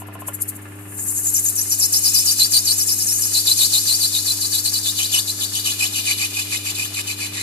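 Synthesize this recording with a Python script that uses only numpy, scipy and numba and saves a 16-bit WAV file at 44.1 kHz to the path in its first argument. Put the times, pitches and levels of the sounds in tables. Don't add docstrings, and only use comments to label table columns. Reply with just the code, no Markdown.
import sys
import numpy as np
from scipy import signal
from scipy.fft import rfft, irfft, next_fast_len
from scipy.io import wavfile
from scipy.ndimage import uniform_filter1d
from numba import njit

SR = 44100
rng = np.random.default_rng(int(sys.argv[2]) if len(sys.argv) > 2 else 0)


def boost(x):
    u = np.asarray(x, float) / 20
    return 10 ** u


def to_wav(s):
    ch = np.atleast_2d(s).T
    pcm = np.round(np.clip(ch, -1, 1) * 32767)
    wavfile.write(sys.argv[1], SR, pcm.astype(np.int16))


N = 327222

SPINDLE_HZ, FIRST_TICK_S = 15.0027, .0548
# [t/s, level/dB]
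GRAZES = [
    (.013, -63),
    (.078, -55),
    (.142, -53),
    (.21, -44.5),
    (.281, -37.5),
    (.349, -36.5),
    (.421, -29.5),
    (.493, -33),
    (.563, -48),
    (.63, -57),
]
GRAZE_HALF_S = .010


def set_rms(x, db):
    return x * boost(db) / np.sqrt(np.mean(x ** 2))


def walk(rate_hz):
    k = int(SR / rate_hz)
    held = np.repeat(rng.standard_normal(N // k + 1), k)
    return 1.3 * uniform_filter1d(uniform_filter1d(held, k), k)[:N]


def resonance(f, hz, width_hz):
    return 1 / (1 + 1j * (f / hz - hz / np.maximum(f, 1)) * hz / width_hz)


def colour(f, hz, db):
    return boost(np.interp(np.log(np.maximum(f, 1)), np.log(hz), db))


def causal(gain):
    cep = irfft(np.log(gain))
    half = cep.shape[-1] // 2
    return np.exp(rfft(cep * np.r_[1, np.full(half - 1, 2), 1, np.zeros(half - 1)]))


def smear(t60_s, direct):
    t = np.arange(SR // 4) / SR
    tail = rng.standard_normal((2, len(t))) * np.exp(-np.log(1000) * t / t60_s)
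    tail = tail / np.sqrt(np.sum(tail ** 2, axis=1, keepdims=True))
    return tail + direct * (t == 0)


@njit
def svf(x, hz, k):
    low, high, b, l = np.empty(len(x)), np.empty(len(x)), 0., 0.
    for i in range(len(x)):
        g = np.tan(np.pi * hz[i] / SR)
        v = (b + g * (x[i] - l)) / (1 + g * (g + k))
        low[i] = l + g * v
        high[i] = x[i] - k * v - low[i]
        b, l = 2 * v - b, 2 * low[i] - l
    return low, high


def band(x, low_hz, high_hz):
    low_hz = np.clip(low_hz, 200, .4 * SR) + np.zeros(len(x))
    high_hz = np.clip(high_hz, 200, .45 * SR) + np.zeros(len(x))
    for _ in range(3):
        x = svf(x, low_hz, 1.025)[1]
    return svf(x, high_hz, 1.0)[0]


def motor():
    # [multiple, left/dB, right/dB, wobble/dB, left lead/rad]
    hum_lines = [(1, -40.3, -40.6, .15, -.06), (2, -53.5, -55, 1.8, .2), (3, -44, -47, .4, -.62),
                 (4, -53, -54.5, .6, -.55)]
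    # [f/Hz, density/dB per Hz]
    whirr_spectrum = [(15, -62), (25, -19), (43, -18), (66, -13), (101, -4), (150, -8), (301, -7.5),
                      (515, -9.5), (1310, -11), (1730, -13.5), (2810, -14.5), (3310, -24), (6500, -33.5),
                      (8450, -75), (14300, -120)]
    # [f/Hz, width/Hz, level/dB]
    housing_modes = [(177.6, 3.4, -57), (251, 35, -54), (371.7, 5, -61.5)]
    t = np.arange(N) / SR
    turn = 2 * np.pi * np.cumsum(100.24 + 0.086 * walk(0.94)) / SR
    hum = np.zeros((2, N))
    for k, left_db, right_db, wobble_db, lead in hum_lines:
        gain = np.sqrt(2) * boost(np.array([[left_db], [right_db]]) + wobble_db * walk(8.3))
        hum += gain * np.sin(k * turn + 6 * rng.random() + lead * np.array([[1], [0]]))
    size = next_fast_len(N + 1)
    f = np.arange(size // 2 + 1) * SR / size
    mid, side = rfft(rng.standard_normal((2, size)))
    apart = np.clip(f / 1000, .27, 1.1) * np.array([[1], [-1]])
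    whirr = irfft(colour(f, *np.transpose(whirr_spectrum)) * (mid + apart * side), size)
    whirr = set_rms(whirr, -46)[:, :N]
    whirr = whirr * boost(1.2 * np.cos(2 * np.pi * SPINDLE_HZ * (t - FIRST_TICK_S - .01)))
    housing = np.zeros(size)
    for hz, width_hz, db in housing_modes:
        noise = rfft(rng.standard_normal(size))
        housing += set_rms(irfft(resonance(f, hz, width_hz) * noise, size), db)
    return hum + whirr + housing[:N]


def rings(modes, tilt_db=0., spread=0., rise_s=0.0011):
    t = np.arange(SR // 8) / SR
    y = np.zeros(len(t))
    for hz, db, t60_s in modes:
        gain = boost(db + tilt_db * np.log2(hz / 1000) + 2 * rng.standard_normal())
        detuned_hz = hz * (1 + spread * rng.standard_normal())
        y += gain * np.sin(2 * np.pi * (detuned_hz * t + rng.random())) * np.exp(-np.log(1000) * t / t60_s)
    y = y * np.minimum(t / rise_s, 1)
    return y / np.abs(y).max()


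def blows():
    # [f/Hz, level/dB, t60/s]
    tick_modes = [(822, 2.5, 0.085), (1168, 8.5, 0.058), (1386, 4, 0.08), (1659, 10, 0.089),
                  (1762, 14, 0.058), (2085, 11.5, 0.044), (2590, 11.5, 0.02), (2960, -11, 0.046)]
    # [f/Hz, level/dB, t60/s]
    knock_modes = [(566, 3, 0.084), (665, 16, 0.062), (855, 18, 0.017), (1037, 18, 0.035), (1424, 5.5, 0.1),
                   (1760, 10, 0.016), (2190, 7.6, 0.011), (2590, 6.7, 0.025), (2950, 10, 0.023),
                   (3460, 6, 0.011)]
    # [t/s, peak/dB, brightness/dB per octave]
    knocks = [
        (0.019, -39, -1),
        (0.085, -39, -2),
        (0.153, -38.5, -1),
        (0.22, -37, -0.5),
        (0.284, -33.5, 3),
    ]
    out = np.zeros(N + SR)
    for s in FIRST_TICK_S + np.arange(int(N / SR * SPINDLE_HZ)) / SPINDLE_HZ:
        i = int((s + 0.000532 * rng.standard_normal()) * SR)
        out[i:i + SR // 8] += boost(-39 + 1.2 * rng.standard_normal()) * rings(tick_modes, spread=0.012)
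    for s, db, tilt_db in knocks:
        for late_s, bounce_db in ((0, 7.5), (.007, 1), (.015, -8)):
            i = int((s + late_s) * SR)
            knock = rings(knock_modes, tilt_db, spread=0.0097, rise_s=0.00067)
            out[i:i + SR // 8] += boost(db + bounce_db) * knock
    return signal.fftconvolve(out[None, :N], smear(.12, 1.3), axes=1)[:, :N]


def bites():
    # [deepest t/s, level/dB, needle rate there/Hz, dig in/ms, spring out/ms]
    rim_bites = [(1.005, -33.5, 6870, 46, 40), (1.091, -28.5, 7350, 31.5, 32), (1.178, -27.5, 6770, 35, 39),
                 (1.278, -23.5, 6660, 44, 37), (1.372, -17, 5890, 43, 39), (1.475, -18.5, 6585, 40, 35.5),
                 (1.596, -21.5, 5670, 45.0, 52), (1.729, -19.5, 5463, 41.0, 31),
                 (1.833, -16.5, 5240, 49.6, 41), (1.95, -15.5, 5150, 30.5, 58.7),
                 (2.074, -16, 4800, 57.3, 36.6), (2.174, -16, 4786, 52, 47), (2.297, -16, 4740, 54.0, 45),
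                 (2.42, -17.5, 4132, 48, 61), (2.562, -16.5, 4415, 60.3, 54), (2.698, -17, 4240, 56.4, 56),
                 (2.815, -19.5, 5290.0, 45.4, 39), (2.907, -18, 5050, 47.5, 47), (3.012, -22, 5280, 40, 55),
                 (3.105, -21.5, 5447, 60, 70), (3.165, -23.5, 6315, 60, 55), (3.241, -21.5, 5210, 41, 46.3),
                 (3.364, -18.5, 4063, 35.5, 64), (3.492, -17.5, 3798.0, 45, 59),
                 (3.625, -17, 3778, 61.3, 54.3), (3.757, -19, 3802, 45, 59.5), (3.9, -19, 4068, 48, 93)]
    # [deepest t/s, level/dB, needle rate there/Hz, dig in/ms, spring out/ms]
    core_bites = [(4.045, -20.5, 4238, 67.5, 45.4), (4.163, -22.5, 3686, 52, 56),
                  (4.297, -21.5, 3995, 57.5, 50.3), (4.437, -22, 4333, 35, 45),
                  (4.559, -22, 3810, 53, 58.5), (4.671, -21.5, 4100, 36.5, 43),
                  (4.765, -23, 4100, 47, 45.7), (4.88, -23, 3468, 54, 48.4), (5.005, -22, 2950, 34.5, 77),
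                  (5.155, -18.5, 2783, 40.8, 66), (5.29, -26.5, 3950, 30.4, 44.5),
                  (5.426, -25, 3372, 31, 47), (5.573, -26, 3086, 49, 43.4), (5.68, -22.5, 2810, 44, 62),
                  (5.825, -21, 2458, 39.2, 62.5), (5.981, -24.5, 2784, 62.5, 47.3),
                  (6.1, -22, 2252, 55, 46), (6.23, -23.5, 2376, 62, 48), (6.383, -27, 2455, 52, 58.6),
                  (6.541, -24.5, 2251, 38.7, 47.5), (6.683, -27, 2340, 41, 46), (6.8, -28, 2438, 58, 94),
                  (6.988, -27, 2285, 53.3, 39), (7.104, -28.5, 2342, 44.3, 43),
                  (7.235, -29.5, 2237, 54, 51.4), (7.385, -28.5, 1834, 60, 64)]
    graze_s, graze_db = np.transpose(GRAZES)
    mid_s, db, hz, in_ms, out_ms = np.transpose(rim_bites + core_bites)
    flat = np.ones(len(GRAZES))
    brush_s = 1.5 * GRAZE_HALF_S * flat
    return (np.r_[graze_s, mid_s], np.r_[graze_db + 2.5, db], np.r_[11285 * flat, hz],
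            np.r_[brush_s, in_ms * 1e-3], np.r_[brush_s, out_ms * 1e-3])


def chip():
    mid_s, db, low_hz, in_s, out_s = bites()
    t = np.arange(N) / SR
    share = out_s[:-1] / (out_s[:-1] + in_s[1:])
    bite = np.searchsorted(mid_s[:-1] + share * np.diff(mid_s), t)
    late_s = t - mid_s[bite]
    off = np.abs(late_s) / np.where(late_s < 0, in_s[bite], out_s[bite])
    thick = uniform_filter1d(np.clip(1 - off ** 2.4, .002, 1), size=200)
    hz = uniform_filter1d(low_hz[bite], size=400) * thick ** -.8 * np.exp(.018 * walk(150))
    return np.minimum(hz, 15000), boost(uniform_filter1d(db[bite], size=400)) * thick


def bed():
    # [f/Hz, width/Hz, level/dB]
    bed_modes = [(826, 73, 7.5), (1116, 136, 6.5), (1560, 500, -2.5)]
    hz, force = chip()
    push = rng.standard_normal((2, N)) * force * boost(-16.5 - 9 * np.log2(hz / 4000))
    size = next_fast_len(N + 1)
    f = np.arange(size // 2 + 1) * SR / size
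    response = sum(boost(db) * resonance(f, hz, width_hz) for hz, width_hz, db in bed_modes)
    return irfft(rfft(push, size) * response, size)[:, :N]


def rubbing():
    # [t/s, level/dB]
    flank = [(0, -33.5), (.05, -60), (.18, -58), (.3, -45), (.5, -41), (.61, -48), (.86, -42.5),
             (1.05, -24), (1.3, -22.5), (1.9, -24.5), (2.2, -19), (2.6, -24), (3.7, -19), (4.3, -23.5),
             (5.2, -25.5), (5.5, -28), (6.1, -27.5), (7.3, -34)]
    mid_s, _, low_hz, *_ = bites()
    t = np.arange(N) / SR
    slowest_hz = np.interp(t, mid_s, low_hz)
    edge_hz = np.minimum(uniform_filter1d(slowest_hz, size=SR // 5), 7400)
    scrape = sum(boost(db + 8.5) * np.exp(-((t - s) / GRAZE_HALF_S) ** 2) for s, db in GRAZES)
    contact = uniform_filter1d(np.clip(slowest_hz / chip()[0], 0, 1), size=SR // 60)
    press = boost(np.interp(t, *np.transpose(flank)) + 2.0 * (contact - 0.56))
    press = press + scrape * boost(3.6 * walk(300))
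    grit = rng.standard_normal((2, N)) * press * boost(-5.0 + 1.3 * walk(120))
    low = boost(-11.5) * band(grit[0], 2450, 2900) * np.clip((7000 - edge_hz) / 2000, 0, 1)
    ports = [band(grit[0] + side * .9 * grit[1], edge_hz, 6.2 * edge_hz) for side in (1, -1)]
    return low + np.array(ports)


@njit
def shear(step, force, stretch, size):
    out, p, k = np.zeros(len(step) + 1), 0., 0
    for i in range(len(step)):
        d = step[i] * stretch[k]
        p += d
        if p >= 1:
            p, k = p - 1, k + 1
            out[i] += force[i] * size[k] * p / d
            out[i + 1] += force[i] * size[k] * (1 - p / d)
    return out[:-1]


def needles():
    fine = 4
    hz, force = chip()
    force = force * boost(2.1 * walk(250)) * np.sqrt(SR / hz) * fine
    chance = rng.standard_normal((N // 2, 2)).T
    nth = np.cumsum(hz) / SR
    loose = np.interp(np.arange(N // 2), nth, uniform_filter1d(hz, size=800) / 4000) ** .7
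    stretch, size = np.exp(.05 * chance[0] * loose), boost(2.8 * chance[1])
    clicks = shear(np.repeat(hz / SR / fine, fine), np.repeat(force, fine), stretch, size)
    clicks = signal.resample_poly(clicks, 1, fine)
    even = svf(band(clicks, .74 * hz, 4.2 * hz), np.clip(.7 * hz, 200, .4 * SR), 1.2)[1]
    shake = svf(band(clicks, 2400, 3000), np.minimum(0.56 * hz, 3000), 2.24)[0]
    stir = band(clicks, 4000, 5600) * np.clip((hz - 5000) / 1500, 0, 1)
    return even + boost(-4.0) * shake * (4500 / hz) ** 0.92 + boost(-10.5) * stir


def cut():
    # [f/Hz, width/Hz, left/dB, right/dB, left lead/rad]
    slide_modes = [(2404, 130, 14, 14.5, -1.5), (2605, 46.1, 5, -4, -6.5), (2940, 195, 19, 9.5, -1),
                   (3321, 53.8, -6, -2, -2.5), (3460, 220, 15, 10.5, -4), (3716, 109.4, 16, 4.5, -5),
                   (4100, 161.3, 9, 12.5, -6), (4505, 66, 13, 11.5, -9), (4651, 59, 13, 12, -5),
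                   (4910, 110, 8.5, -1, -5), (5250, 43, -5.5, 3, -2), (5265, 49, 8, 8, -1.4),
                   (5274, 50, 16.5, -5, 5), (5400, 85, -8, 6, -2)]
    # [f/Hz, width/Hz, left/dB, right/dB, left lead/rad]
    post_modes = [(5585, 52, -5, 7.5, -2), (5740, 39, 11.5, -5.2, -2.5), (6100, 240, 7.5, -18, 0.5),
                  (6270, 370, 13, -0.5, 4.5), (6677, 137, 19.5, 7, 1.14), (7130, 55, -4, 12, 2.7),
                  (7246, 220, 15, 8, -1), (7710, 87, -6.5, 14.5, -2.5), (7940, 110, 4, 2, -4.5),
                  (8650, 88, 5.5, 7, -5), (8830, 190, 11, 0, -3.5), (9120, 75, -8, -8, -4.5),
                  (9780, 230, 1.5, -2, -4.5)]
    # [f/Hz, width/Hz, left/dB, right/dB, left lead/rad]
    blade_modes = [(11230, 353, 8.9, 10.0, -4.3), (11370, 83, 13.2, 3.7, -7.0),
                   (11510, 113, 14.0, 0.7, -4.1), (12360, 69, 8.0, -8, -1.5), (12640, 232, 4.6, 0.6, -2.0),
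                   (12980, 399, 6.2, 6.8, -4.8), (13650, 80, 1.0, 5.8, -2.5), (14400, 380, 8.9, 15.6, 0.6),
                   (14890, 288, 7.6, 18.0, -2.2)]
    # [f/Hz, left/dB, right/dB]
    casting = [(500, 1, -21), (1500.7, 2, -14.5), (1830, -7, 7), (2109, 2, 3), (2245, 0.5, -17),
               (2502, -5, 5.5), (2816, -12, 0.5), (3193.5, -7.5, -4), (3318, -11, -7.5), (3540, -9, -3.5),
               (4000, -5.5, -4.5), (3940, 1, -4), (5770, -3.5, -2.5), (6380, -9.5, -0.5), (8240, 3, -5),
               (9020, 0.3, 1.5), (10000, 1.5, -0.5), (11500, -1, -3.5), (12650, -3.5, -12),
               (15100, -11, -14.5)]
    size = 2 ** 14
    f = np.arange(size // 2 + 1) * SR / size
    mode_hz, width_hz, left_db, right_db, lead = np.transpose(slide_modes + post_modes + blade_modes)
    rise = np.abs(resonance(f, mode_hz[:, None], width_hz[:, None])) ** 4
    power = 1 + boost(2 * np.array([left_db, right_db])) @ rise
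    hz, *casting_db = np.transpose(casting)
    diffuse = np.array([colour(f, hz, db) for db in casting_db])
    tails = rfft(smear(.045, .7), size)
    gain = np.sqrt(power) * diffuse * np.abs(tails) ** .3
    scattered = tails[0] / np.abs(tails[0])
    ahead = .5j * np.interp(f, mode_hz, lead) * np.array([[1], [-1]])
    path = scattered * np.exp(ahead - 2j * np.pi * f * 128 / SR)
    body = irfft(causal(gain) * path, size)[:, :size // 2]
    return signal.fftconvolve(needles() + rubbing(), body, axes=1)[:, 256:N + 256]


def scene():
    return motor() + blows() + bed() + cut()


def top_cut(x):
    return signal.sosfilt(signal.butter(12, 15700, fs=SR, output="sos"), x)


def record(dry):
    loud = uniform_filter1d(np.mean(dry ** 2, axis=0), size=SR // 3)
    held = dry * (1 + loud / boost(-60)) ** -.06
    hiss = boost(-64) * rng.standard_normal(dry.shape)
    rounded = np.tanh(1.25 * held + hiss) * .98
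    top = signal.ellip(10, .2, 80, 15350, fs=SR, output="sos")
    return top_cut(signal.sosfilt(top, rounded))


dry = scene()
out = record(dry)
to_wav(out)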